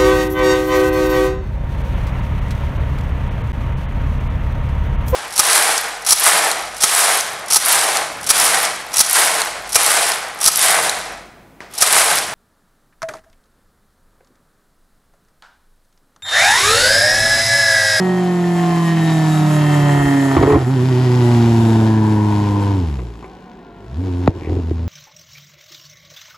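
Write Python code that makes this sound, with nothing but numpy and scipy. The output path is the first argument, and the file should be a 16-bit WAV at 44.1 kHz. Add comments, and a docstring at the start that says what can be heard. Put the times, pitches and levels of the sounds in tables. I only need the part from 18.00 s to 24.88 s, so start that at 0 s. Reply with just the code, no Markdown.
"""Race car passing on the overrun

A small race car with a four-cylinder bike engine slows on the overrun as it passes right to left on an open road.
Cosines make the gliding firing note; clicks and puffs ring the pipes; shaped noise makes hiss and open-air hush.
Short pushes ring the silencer as unburnt fuel pops at the gear changes, and a backfire sweeps down in pitch.
Sines make the gear whine while the clutch is out and the bumps of light wind; two close microphone ports hear it."""
import sys
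import numpy as np
from scipy import signal
from scipy.fft import rfft, irfft
from scipy.io import wavfile
from scipy.ndimage import uniform_filter1d

SR = 44100
rng = np.random.default_rng(int(sys.argv[2]) if len(sys.argv) > 2 else 0)


def log_audio(samples):
    """Write samples as a 16-bit WAV file to the path given in sys.argv[1]."""
    # one column per channel
    frames = np.atleast_2d(samples).T
    # limit to full scale, then quantise
    limited = np.clip(frames, -1, 1)
    pcm = np.round(limited * 32767).astype(np.int16)
    wavfile.write(sys.argv[1], SR, pcm)


N = 303408
T = np.arange(N) / SR  # s


def undb(db):
    """Decibels to a gain."""
    return 10 ** (np.asarray(db) / 20)


def unit(x):
    """Scale to rms 1."""
    return x / np.sqrt(np.mean(x ** 2))


def curves(table):
    """Columns of a table as straight lines in time."""
    s, *columns = np.transpose(table)
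    return [np.interp(T, s, c) for c in columns]


def ring(x, modes):
    """Sum of steep resonances (two peak filters each), alternating in sign."""
    out = 0
    for k, (hz, width, db) in enumerate(modes):
        b, a = signal.iirpeak(hz, hz / width, SR)
        once = signal.lfilter(b, a, x)
        out = out + (-1) ** k * undb(db) * signal.lfilter(b, a, once)
    return out


def noise(spectrum, grain=0):
    """White noise plus any grain, shaped by a spectrum of (Hz, dB) points to rms 1."""
    hz, db = np.transpose(spectrum)
    f = np.fft.rfftfreq(N, 1 / SR) + 1  # 1 Hz up, to keep the log finite
    shape = undb(np.interp(np.log(f), np.log(hz), db))
    return unit(irfft(rfft(rng.standard_normal(N) + grain) * shape, N))


def walk(rate):
    """Random levels held 1 / rate s and slewed twice; spread near 1."""
    steps = 16  # points per held level
    held = np.repeat(rng.standard_normal(int(N * rate / SR) + 2), steps)
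    slewed = uniform_filter1d(uniform_filter1d(held, steps), steps)
    return 1.34 * np.interp(T * rate * steps, np.arange(len(held)), slewed)


def gate(start, length):
    """Rises to 1 for the length in seconds, with soft edges."""
    edge_s = 0.015
    return np.clip(np.minimum(T - start, start + length - T) / edge_s + .5, 0, 1)


def swell(start, length):
    """Samples of a span in seconds and a smooth rise and fall over it."""
    at = slice(max(int(start * SR), 0), int((start + length) * SR))
    return at, np.sin(np.pi * ((T[at] - start) / length).clip(0, 1))


PASS_S, SPEED_M_S, KERB_M = 3.02, 9.9, 10.3  # moment, speed and distance of the nearest point


def passing():
    """Straight drive-by: metres along the road from the nearest point, and distance in metres."""
    along = SPEED_M_S * (T - PASS_S)
    return along, np.hypot(along, KERB_M)


def facing(db):
    """A level that turns with the car, from dB at (coming, alongside, leaving)."""
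    along, r = passing()
    return np.interp(along / r, [-1, 0, 1], db)


def road(x, gain):
    """Road echo: a copy of the sound, most delayed when the car is near."""
    echo_ms = 0.76  # lag with the car alongside
    lag_s = echo_ms / 1000 * KERB_M / passing()[1]
    return x + gain * np.interp(T - lag_s, T, x)


# The engine stumbles and the note drops out. Each row: start in seconds, length in seconds, depth in dB
# (the note takes it once, the overtones and the hiss a multiple of it).
STUMBLES = [(2.377, 0.068, 0), (2.578, 0.087, -1), (6.312, 0.176, -11)]


def stumble_db():
    """Level lost while the engine stumbles, in dB."""
    return sum(db * gate(s, length) for s, length, db in STUMBLES)


# Exhaust note as heard, before swings, surges and stumbles. Each row: time in seconds, firing rate in Hz,
# note level in dB rms before the mix lift, twice the firing rate in dB against the note.
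NOTE = [(0, 184.6, -19, -2), (.43, 174.9, -18, -4.5), (.86, 166.1, -16.5, -8.5), (1.29, 155.6, -15.5, -7.5),
        (1.72, 147.6, -14.5, -7.5), (1.93, 143.1, -13.5, -10), (2.16, 138.7, -21.5, 7.5),
        (2.36, 134.7, -20.5, 0.5), (2.7, 129.4, -16.5, -5.5), (3.07, 125.1, -14, -11.5),
        (3.41, 117, -12.5, -2.5), (4.05, 107.5, -16, -2), (4.59, 100.8, -18.5, -7), (4.75, 98.3, -17, -11),
        (4.91, 72.1, -21.5, -9), (5.05, 58, -28, -4.5), (5.45, 54.6, -59, -26), (5.83, 49.6, -49, 2),
        (5.93, 66.54, -30.5, -2.5), (5.99, 84.8, -20, -32), (6.03, 94.5, -23, -9),
        (6.065, 94.1, -22.5, -13), (6.124, 88.1, -21.5, -21), (6.29, 89.9, -21, -7.5),
        (6.45, 81.25, -23, -17), (6.88, 81.8, -22, -15.5)]
# Fuel lights in the pipe: the rate jumps and the third harmonic honks.
# Each row: start in seconds, length in seconds, rise of the rate in Hz, honk in dB.
SURGES = [(2.47, .094, 10, 14), (6.503, .11, 6, -0.5)]
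OVERTONE_STUMBLE = 16  # overtones drop this many times the dB depth
# the driveline winds up as the clutch bites and the rate swings
BITE_S, SWING_HZ, SWING_PERIOD_S, SWING_FADE_S, SWING_DULL_DB_PER_HZ = 2.62, 9.04, 0.1493, 0.27, 4.5
TAIL_SHOWS_S, TAIL_TURN_S = 1.89, 0.38  # the pipe's mouth comes into view
THIRD_DB = (-33.5, -6)  # third harmonic against the note: (mouth hidden, mouth in view)
THIRD_KNEE_HZ, THIRD_SAG_DB_PER_HZ = 262, .35  # below the knee the pipe passes the third harmonic less


def engine():
    """Firing rate in Hz and the levels in dB of the note and its second and third harmonics."""
    hz, first, second = curves(NOTE)
    since = (T - BITE_S).clip(0)
    swing = -SWING_HZ * np.sin(2 * np.pi * since / SWING_PERIOD_S) * np.exp(-since / SWING_FADE_S)
    drop = stumble_db()
    rise = sum(up * gate(s, length) for s, length, up, _ in SURGES)
    honk = sum(db * gate(s, length) for s, length, _, db in SURGES)

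    shows = .5 + .5 * np.tanh((T - TAIL_SHOWS_S) / TAIL_TURN_S)
    third = THIRD_DB[0] + shows * (THIRD_DB[1] - THIRD_DB[0])
    third = third + honk - SWING_DULL_DB_PER_HZ * swing.clip(0)
    third = third - THIRD_SAG_DB_PER_HZ * (THIRD_KNEE_HZ - 3 * (hz + rise)).clip(0, 18)
    overtone = first + OVERTONE_STUMBLE * drop
    return hz + swing + rise, first + drop, overtone + second, overtone + third


# Weaker lines between and above the overtones, from uneven cylinders.
# Each row: multiple of the firing rate, level in dB under the summed harmonics, before tilt and waver.
UNEVEN = [(.75, -23.5), (1.25, -19.5), (1.75, -30.5), (2.25, -29.5), (2.502, -30.5), (2.748, -30),
          (3.25, -32), (4, -26), (5, -27.5), (5.75, -43), (6, -29.5), (7, -30.5)]
WEAK_TILT_DB = (0, -0.5, -1)  # per multiple: (coming, alongside, leaving)
SPREAD = .05  # the pipe holds back higher overtones: cycles times the square of their number


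def note(turns, levels_db):
    """Clean harmonics of the firing rate, with wavering weak lines from uneven cylinders."""
    clean = 0
    for k, db in enumerate(levels_db):
        phase = (k + 1) * turns - SPREAD * k ** 2
        clean = clean + undb(db + 0.1 * walk(40)) * np.cos(2 * np.pi * phase)
    loud = np.sqrt(sum(undb(db) ** 2 for db in levels_db))

    tilt = facing(WEAK_TILT_DB)
    weak = 0
    for m, db in UNEVEN:
        phase = m * turns + 0.29 * walk(10)
        weak = weak + undb(db + m * tilt + 3.3 * walk(8)) * np.cos(2 * np.pi * phase)
    return np.sqrt(2) * (clean + loud * weak)


# Looseness of the firing. Each row: time in seconds, unsteadiness as a share of the firing interval
# (scales a random drift), share of the cylinder lag heard.
WOBBLE = [(1.2, .003, 1), (1.9, .015, .3), (3, .008, .65)]
# Strength of each cylinder in turn. Each entry: level in dB, before chance.
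CYLINDER_DB = [-2, 0, 0, -2]
# Lateness from unequal header pipes. Each entry: share of a firing interval, for each cylinder in turn.
CYLINDER_LAG = [0, -.025, -.05, -.075]


def firings(turns, jitter, scatter_db):
    """One click a firing, sized by its cylinder and by chance, split over two samples."""
    count = int(turns[-1])
    chance = rng.standard_normal((2000, 2))[:count].T
    number = np.arange(count)
    lag = np.resize(CYLINDER_LAG, count) * np.interp(number, turns, curves(WOBBLE)[1])
    at = np.interp(number + lag + jitter * chance[0], turns, np.arange(N - 0.)).clip(0, N - 2)
    size = undb(np.resize(CYLINDER_DB, count) + scatter_db * chance[1])
    out, whole = np.zeros(N), at.astype(int)
    np.add.at(out, whole, size * (1 - at + whole))
    np.add.at(out, whole + 1, size * (at - whole))
    return out


def rasp(turns, hz, modes, rough, jitter):
    """Firings and their puffs of gas ring a pipe; the level is kept even as the rate falls."""
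    puff = np.exp(-(turns % 1) / 0.94) * rng.standard_normal(N)
    clicks = firings(turns, jitter, scatter_db=3.0) / np.sqrt(hz)
    return unit(unit(ring(clicks, modes)) + rough * unit(ring(puff, modes)))


# Base levels of gas and pipes. Each row: time in seconds, hiss in dB,
# rasp of the exhaust in dB against the hiss, howl of the intake in dB against the hiss.
HISS = [(0, -34, 1.5, 4), (.4, -32, 2.5, 0), (.7, -29, -3.5, 0), (1, -28.5, -5, 2.5), (1.3, -27.5, -2, -9),
        (1.7, -27, -0.5, 1), (2.1, -27, 1.5, 6.5), (2.5, -27.5, 7.5, 6.5), (2.65, -34, 2, 5),
        (2.9, -29.5, -8.5, 2), (3.4, -26, -5.5, -21), (3.7, -27, -1, -17), (4, -32, 4, 12),
        (4.68, -33, 3.5, 11), (4.94, -41, -7, 0), (5.1, -46.5, -4, -2), (5.7, -57.5, -1, -4),
        (6.07, -41, -5, -2), (6.29, -41, 2, -2), (6.315, -45.5, -5, 0), (6.37, -41, -6, 2),
        (6.55, -41.5, -3, 2), (6.88, -46, -14, 2)]


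def gas_levels():
    """Hiss, rasp and howl levels in dB over time."""
    return curves(HISS)


# Resonances of the exhaust manifold. Each row: centre in Hz, width in Hz, relative level in dB.
MANIFOLD = [(533, 16, -9), (589.4, 35, 4), (710.5, 120, 2.5), (886, 93, -0.5), (1011, 118, -2),
            (1268, 345, -5)]
# Resonances of the tailpipe. Each row: centre in Hz, width in Hz, relative level in dB.
TAILPIPE = [(776, 33, -17), (867, 59, 0), (928, 146, -1.5), (1013, 154, 0), (1507, 160, -20.5)]
# Resonances of the intake. Each row: centre in Hz, width in Hz, relative level in dB.
INTAKE = [(1693, 66, -9), (1829, 144, 4.5), (2110, 155, -11), (2580, 100, -11.5), (3144, 170, -13.5),
          (4260, 67, -15)]
# added to the rasp and howl levels: (coming, alongside, leaving)
MANIFOLD_DB, TAIL_DB, INTAKE_DB = (1, 2, -9.5), (-8.5, -2.5, 1.5), (-1, -17, -30)
LIT_DB = -19  # under this note level the pipes fall silent with the note


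def pipes(shaky, hz, note_db):
    """Firings ring manifold, tailpipe and intake, each turned with the car and echoed off the road."""
    hiss_db, rasp_db, howl_db = gas_levels()
    lit_db = hiss_db + (note_db - LIT_DB).clip(-30, 0)
    manifold = rasp(shaky, hz, MANIFOLD, rough=.15, jitter=.002)
    tail = rasp(shaky, hz, TAILPIPE, rough=.25, jitter=.004)
    intake = rasp(shaky, hz, INTAKE, rough=.15, jitter=.002)
    out = undb(rasp_db + facing(MANIFOLD_DB) + walk(6.2)) * manifold
    out = out + undb(rasp_db + facing(TAIL_DB)) * tail
    out = out + undb(howl_db + facing(INTAKE_DB)) * intake
    return road(undb(lit_db) * out, gain=0.15)


# Single lines that sing out for a while as a pipe or panel faces the ports.
# Each row: start in seconds, length in seconds, multiple of the firing rate, dB rms at the crest before waver.
SINGING = [(-.6, 1.9, 4.25, -29), (-.3, .95, 10.25, -39), (.6, .8, 11.25, -33), (.6, 1, 11, -44),
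           (.55, .45, 6.25, -31), (.55, .4, 7.25, -40), (.9, .9, 8.25, -39), (.9, .8, 4.75, -32),
           (1.3, .75, 8.5, -35), (1.5, .9, 2.5, -31), (1.5, .9, 6.5, -39), (3, .65, 5, -37),
           (3.05, .8, 6.25, -36), (2.95, 1.1, 7, -37), (2.95, 1.7, 8, -38), (3.8, .9, 9, -37),
           (4, .9, 10, -36), (3.5, 1.5, 4, -35), (4.4, .5, 5, -36), (6.02, .35, 4, -34),
           (5.98, .35, 5, -43)]


def singing(turns):
    """Clean lines on the firing rate that come and go, wavering a little."""
    out = np.zeros(N)
    for s, length, m, db in SINGING:
        at, shape = swell(s, length)
        loud = np.sqrt(2 * shape) * undb(db + 1.5 * walk(10)[at])
        out[at] += loud * np.cos(2 * np.pi * (m * turns + .1 * walk(12))[at])
    return out


def gas(turns, spectrum, depth, grain=0):
    """Hiss of gas, chain and tyres, throbbing with each firing and heard again off the road."""
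    throb = 1 + depth * np.cos(2 * np.pi * turns)
    flicker = undb(1.2 * walk(30) + 0.5 * walk(8.7))
    return road(noise(spectrum, grain) * throb * flicker, gain=0.01)


# Colour of the broad hiss. Each row: frequency in Hz, relative density in dB per Hz.
GAS = [(90, -42), (160, -16.5), (320, -8), (520, -22.5), (900, -14.5), (1300, -20), (2000, -24),
       (3000, -25.5), (5500, -31), (7000, -38), (9000, -53.5)]
# Colour of the bright sizzle. Each row: frequency in Hz, relative density in dB per Hz.
SIZZLE = [(3000, -53), (5500, -6.5), (7300, 3.5), (10500, -1.5), (12400, -4.5), (13000, -12), (15500, -53)]
SIZZLE_DB = (-6.5, -14, -14)  # against the hiss, before the air: (coming, alongside, leaving)
AIR_DB_PER_M = -0.1464  # the air dulls the sizzle
HISS_STUMBLE = 0.24  # share of a stumble's depth in the hiss


def hiss(turns, grain):
    """Broad gas noise with firings in it, plus a sizzle that fades with distance."""
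    level_db = gas_levels()[0] + HISS_STUMBLE * stumble_db()
    sizzle_db = facing(SIZZLE_DB) + AIR_DB_PER_M * passing()[1]
    broad = gas(turns, GAS, depth=0.057, grain=grain)
    return undb(level_db) * (broad + undb(sizzle_db) * gas(turns, SIZZLE, depth=0.12))


# Resonances of the silencer. Each row: centre in Hz, width in Hz, relative level in dB.
SILENCER = [(93, 96, 2), (315, 105, 2.5), (401, 197, -1), (760, 210, -11), (1160, 290, -27.5)]
# Runs of small burbling pops. Each row: start in seconds, length in seconds, level in dB.
BURBLES = [(2.366, 0.017, -15), (2.431, 0.019, -3), (2.46, 0.125, -13.5), (2.576, 0.06, -20.5),
           (6.281, 0.046, -29), (6.464, 0.14, -35)]
BURBLE_DB = (-9, -7.5, 6.5)  # steady burble against the hiss: (coming, alongside, leaving)


def burble(rate=400):
    """Scattered small pops of uneven size, on average rate a second, ring the silencer."""
    small = (rng.random(N) < rate / SR) * rng.standard_normal(N)
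    steady = undb(gas_levels()[0] + facing(BURBLE_DB))
    runs = sum(undb(db) * gate(s, length) for s, length, db in BURBLES)
    return unit(ring(small, SILENCER)) * (steady + runs)


# Colour of the open-air hush. Each row: frequency in Hz, relative density in dB per Hz.
HUSH = [(20, -42), (35, -9), (90, -30), (185, -1), (290, -11), (385, -5.5), (600, -20), (1050, -13.5),
        (1250, -34), (1500, -22.5), (2000, -30), (4000, -38), (8000, -71), (15500, -55)]


def hush():
    """Steady open-air noise, its level drifting a little around -40.5 dB."""
    return undb(-40.5 + 2.0 * walk(4.65)) * noise(HUSH)


# Bands of the rasp that swell for a while.
# Each row: start in seconds, length in seconds, centre in Hz, width in Hz, dB rms at the crest.
SWELLS = [(.75, 1, 3780, 110, -42), (.5, .8, 3060, 120, -46), (1.3, .9, 2720, 150, -42),
          (1.45, .8, 3150, 260, -41), (2.475, .095, 1250, 400, -24), (2.47, .105, 1900, 250, -31),
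          (2.75, .95, 1940, 160, -43), (2.75, .7, 4900, 200, -49), (3.45, .45, 3650, 300, -46),
          (3.55, .7, 1660, 300, -40), (1.75, .55, 2000, 450, -40), (2.3, .3, 3300, 150, -46),
          (5.22, .05, 2300, 120, -52), (6.4, .11, 2150, 800, -43)]


def swells(turns):
    """Narrow bands of firings and gas that rise and fall."""
    out = np.zeros(N)
    raw = unit(firings(turns, jitter=.002, scatter_db=2)) + .8 * rng.standard_normal(N)
    for s, length, hz, width, db in SWELLS:
        at, shape = swell(s, length)
        out[at] += undb(db) * shape * unit(ring(raw[at], [(hz, width, 0)]))
    return out


# Wind bumping the ports. Each row: start of the sine in seconds, peak of its envelope in dB.
BUMPS = [(1.83, -27), (1.989, -23), (2.049, -21), (2.372, -16), (2.489, -31.5)]
BUMP_HZ = 62


def bumps(width_s=0.015):
    """Soft low thumps of air: a sine under a bell-shaped envelope."""
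    out = 0
    for s, db in BUMPS:
        bell = np.exp(-((T - s - width_s) / width_s) ** 2)
        out = out + undb(db) * bell * np.sin(2 * np.pi * BUMP_HZ * (T - s))
    return out


# Bright resonances of a blast's edge. Each row: centre in Hz, width in Hz, relative level in dB.
CRACK = [(770, 59, -17), (1044, 256, 24), (2110, 790, 7), (3600, 1600, -7), (4900, 360, -16),
         (6800, 530, -9)]


def crack(t, length_s):
    """The sharp edge of a blast: a spit of noise in the bright resonances, peak 1."""
    burst = np.exp(-np.abs(t) / length_s) * (t >= 0)
    spit = ring(rng.standard_normal(len(t)) * burst, CRACK)
    return spit / np.abs(spit).max()


# Pops of unburnt fuel. Each row: start in seconds, peak of the silencer's ring in dB, push length in ms.
POPS = [(2.367, 2, 0.94), (2.391, -1.5, 2.7), (2.412, -1.5, 1.3), (2.426, -3.5, 0.57), (2.435, -15, 0.48),
        (2.475, -7, 0.73), (2.483, -20, 0.63), (2.501, -8.5, 0.36), (2.521, -9, 0.5), (2.542, -7, 0.57),
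        (2.556, -9, 0.67), (4.869, -29, 1.8), (4.989, -25.5, 0.55), (5.145, -37, 0.7), (5.225, -28, 0.45),
        (5.242, -29, 0.49), (6.354, -21, 2.1), (6.372, -21.5, 1.7), (6.418, -17.5, 3.04), (6.447, -21, 1.7),
        (6.471, -12.5, 2), (6.497, -12, 2.5), (6.52, -9, 2.16), (6.545, -20, 2.13), (6.566, -8.5, 2.2),
        (6.591, -17, 2.64), (6.71, -7, 2.27)]
CRACK_DB, CRACK_DB_PER_MS = 4.5, -15  # a longer push cracks less


def pops():
    """Each pop is a short push that rings the silencer; a longer push sounds duller."""
    out, t = np.zeros(N), np.arange(SR // 10) / SR
    for s, db, push_ms in POPS:
        push = np.sin(np.pi * (1000 * t / push_ms).clip(0, 1)) ** 2
        rung = ring(push, SILENCER)
        edge = undb(CRACK_DB + CRACK_DB_PER_MS * push_ms) * crack(t, length_s=0.012)
        out[int(s * SR):][:len(t)] += undb(db) * (rung / np.abs(rung).max() + edge)
    return out


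# Overtones of the gear whine. Each row: multiple of the whine's pitch, relative level in dB before waver.
WHINE_OVERTONES = [(1, 0), (2, -13)]
COAST_S = (5.25, 5.97)  # start and end
WHINE_HZ, WHINE_SAG_HZ_PER_S = 766, 142  # starting pitch and its fall
WHINE_DB, WHINE_SWELL_DB_PER_S = -51, 6  # starting level and its rise


def whine():
    """Gear teeth sing while the car coasts, sagging as it slows."""
    since = T - COAST_S[0]
    hz = WHINE_HZ - WHINE_SAG_HZ_PER_S * since.clip(0, 1)
    turns = np.cumsum(hz) / SR + 0.31 * walk(30)
    loud = gate(COAST_S[0], COAST_S[1] - COAST_S[0]) * undb(WHINE_DB + WHINE_SWELL_DB_PER_S * since)
    teeth = sum(undb(d + 2.5 * walk(25)) * np.sin(2 * np.pi * m * turns) for m, d in WHINE_OVERTONES)
    return np.sqrt(2) * loud * teeth


# One backfire. The row: start in seconds, level in dB, time to fall 60 dB in seconds.
BACKFIRE = (6.2763, 2, 0.042)


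def backfire(turns=1.394, start_s=0.001, crack_db=-3):
    """A blast down the pipe: the highs leave first, the lows trail in a falling sweep."""
    s, db, t60 = BACKFIRE
    t = (T - s).clip(0)
    edge = signal.lfilter(*signal.butter(2, 2200, "high", fs=SR), crack(T - s, length_s=0.0015))
    sweep = np.sin(2 * np.pi * turns * np.log(1 + t / start_s)) * np.exp(-np.log(1000) * (t / t60) ** 2)
    body = signal.lfilter(*signal.butter(2, 2200, fs=SR), sweep)
    return undb(db) * (body + undb(crack_db) * edge)


# Lead of the engine's mids at the right port. Each row: time in seconds, lead in ms.
RIGHT_LEAD = [(.4, .08), (1.5, .2), (2.2, .28), (3, .05), (3.8, -.03)]
PAN_DB = (-1.5, -0.3, 0.55)  # left minus right: (coming, alongside, leaving)


def scene():
    """Mixes the car, wind and hush, then spreads direct and scattered sound over left and right."""
    hz, *levels_db = engine()
    turns = np.cumsum(hz) / SR  # firings so far
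    shaky = turns + curves(WOBBLE)[0] * walk(30)
    low = undb(1.45) * note(turns, levels_db)
    piped = pipes(shaky, hz, levels_db[0]) + singing(turns) + swells(shaky)
    # firings heard through the hiss
    grain = .7 * unit(firings(shaky, jitter=.002, scatter_db=2) / np.sqrt(hz))
    blows = backfire() + pops() + burble()
    direct = low + piped + hiss(turns, grain) + blows + whine() + bumps() + hush()

    # sound scattered off the road and parked cars reaches the ports from the sides; rolls are in samples
    scattered = undb(-11.0) * np.roll(piped, 700)
    scattered += undb(-8.0) * hiss(turns, grain)
    scattered += undb(-20.0) * np.roll(blows, 60)
    scattered += undb(-18) * signal.lfilter(*signal.butter(2, 250, "high", fs=SR), np.roll(low, 300))
    # a slope of the mids, opposite in the two ports, acts as a small time lead
    mids = signal.filtfilt(*signal.butter(2, [170, 1600], "band", fs=SR), direct)
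    scattered -= curves(RIGHT_LEAD)[0] / 1000 * SR / 2 * np.gradient(mids)
    pan = undb(np.array([[.5], [-.5]]) * facing(PAN_DB))
    return direct * pan + np.array([[1], [-1]]) * scattered


# Phase between the ports. Each row: frequency in Hz, lead of the left port in cycles.
PORT_LEAD = [(0, 0), (1700, .12), (4100, .03), (5600, .15), (7000, 0), (9000, -.5), (11000, -1),
             (13300, -1.5), (14600, -2), (16200, -2)]
# Balance between the ports. Each row: frequency in Hz, left minus right in dB.
PORT_TILT = [(0, 0), (120, -.5), (250, -.8), (500, 0), (1000, 1.5), (4000, 1.5), (8000, 0)]


def ports(x):
    """The two ports hear each pitch with its own lead and balance."""
    f = np.fft.rfftfreq(N, 1 / SR)
    lead = np.exp(1j * np.pi * np.interp(f, *np.transpose(PORT_LEAD)))
    turn = lead * undb(np.interp(f, *np.transpose(PORT_TILT)) / 2)
    return irfft(rfft(x) * np.array([turn, 1 / turn]), N)


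TOP_HZ = 15700  # top of the recorded band


def record(dry):
    """The ports colour phase and balance, gain ducks after loud peaks, peaks are rounded, the top is cut."""
    mid, side = dry.mean(0), (dry[0] - dry[1]) / 2
    wet = ports(mid) + side * np.array([[1], [-1]])
    keep = np.exp(-1 / (.04 * SR))  # 40 ms smoothing
    excess = signal.lfilter([1 - keep], [1, -keep], (np.abs(mid) - .75).clip(0))
    wet = wet / (1 + 16 * excess)
    rounded = np.tanh(0.88 * wet) / 0.9
    return signal.sosfilt(signal.ellip(8, .2, 70, TOP_HZ, fs=SR, output="sos"), rounded)


dry = scene()
out = record(dry)
log_audio(out)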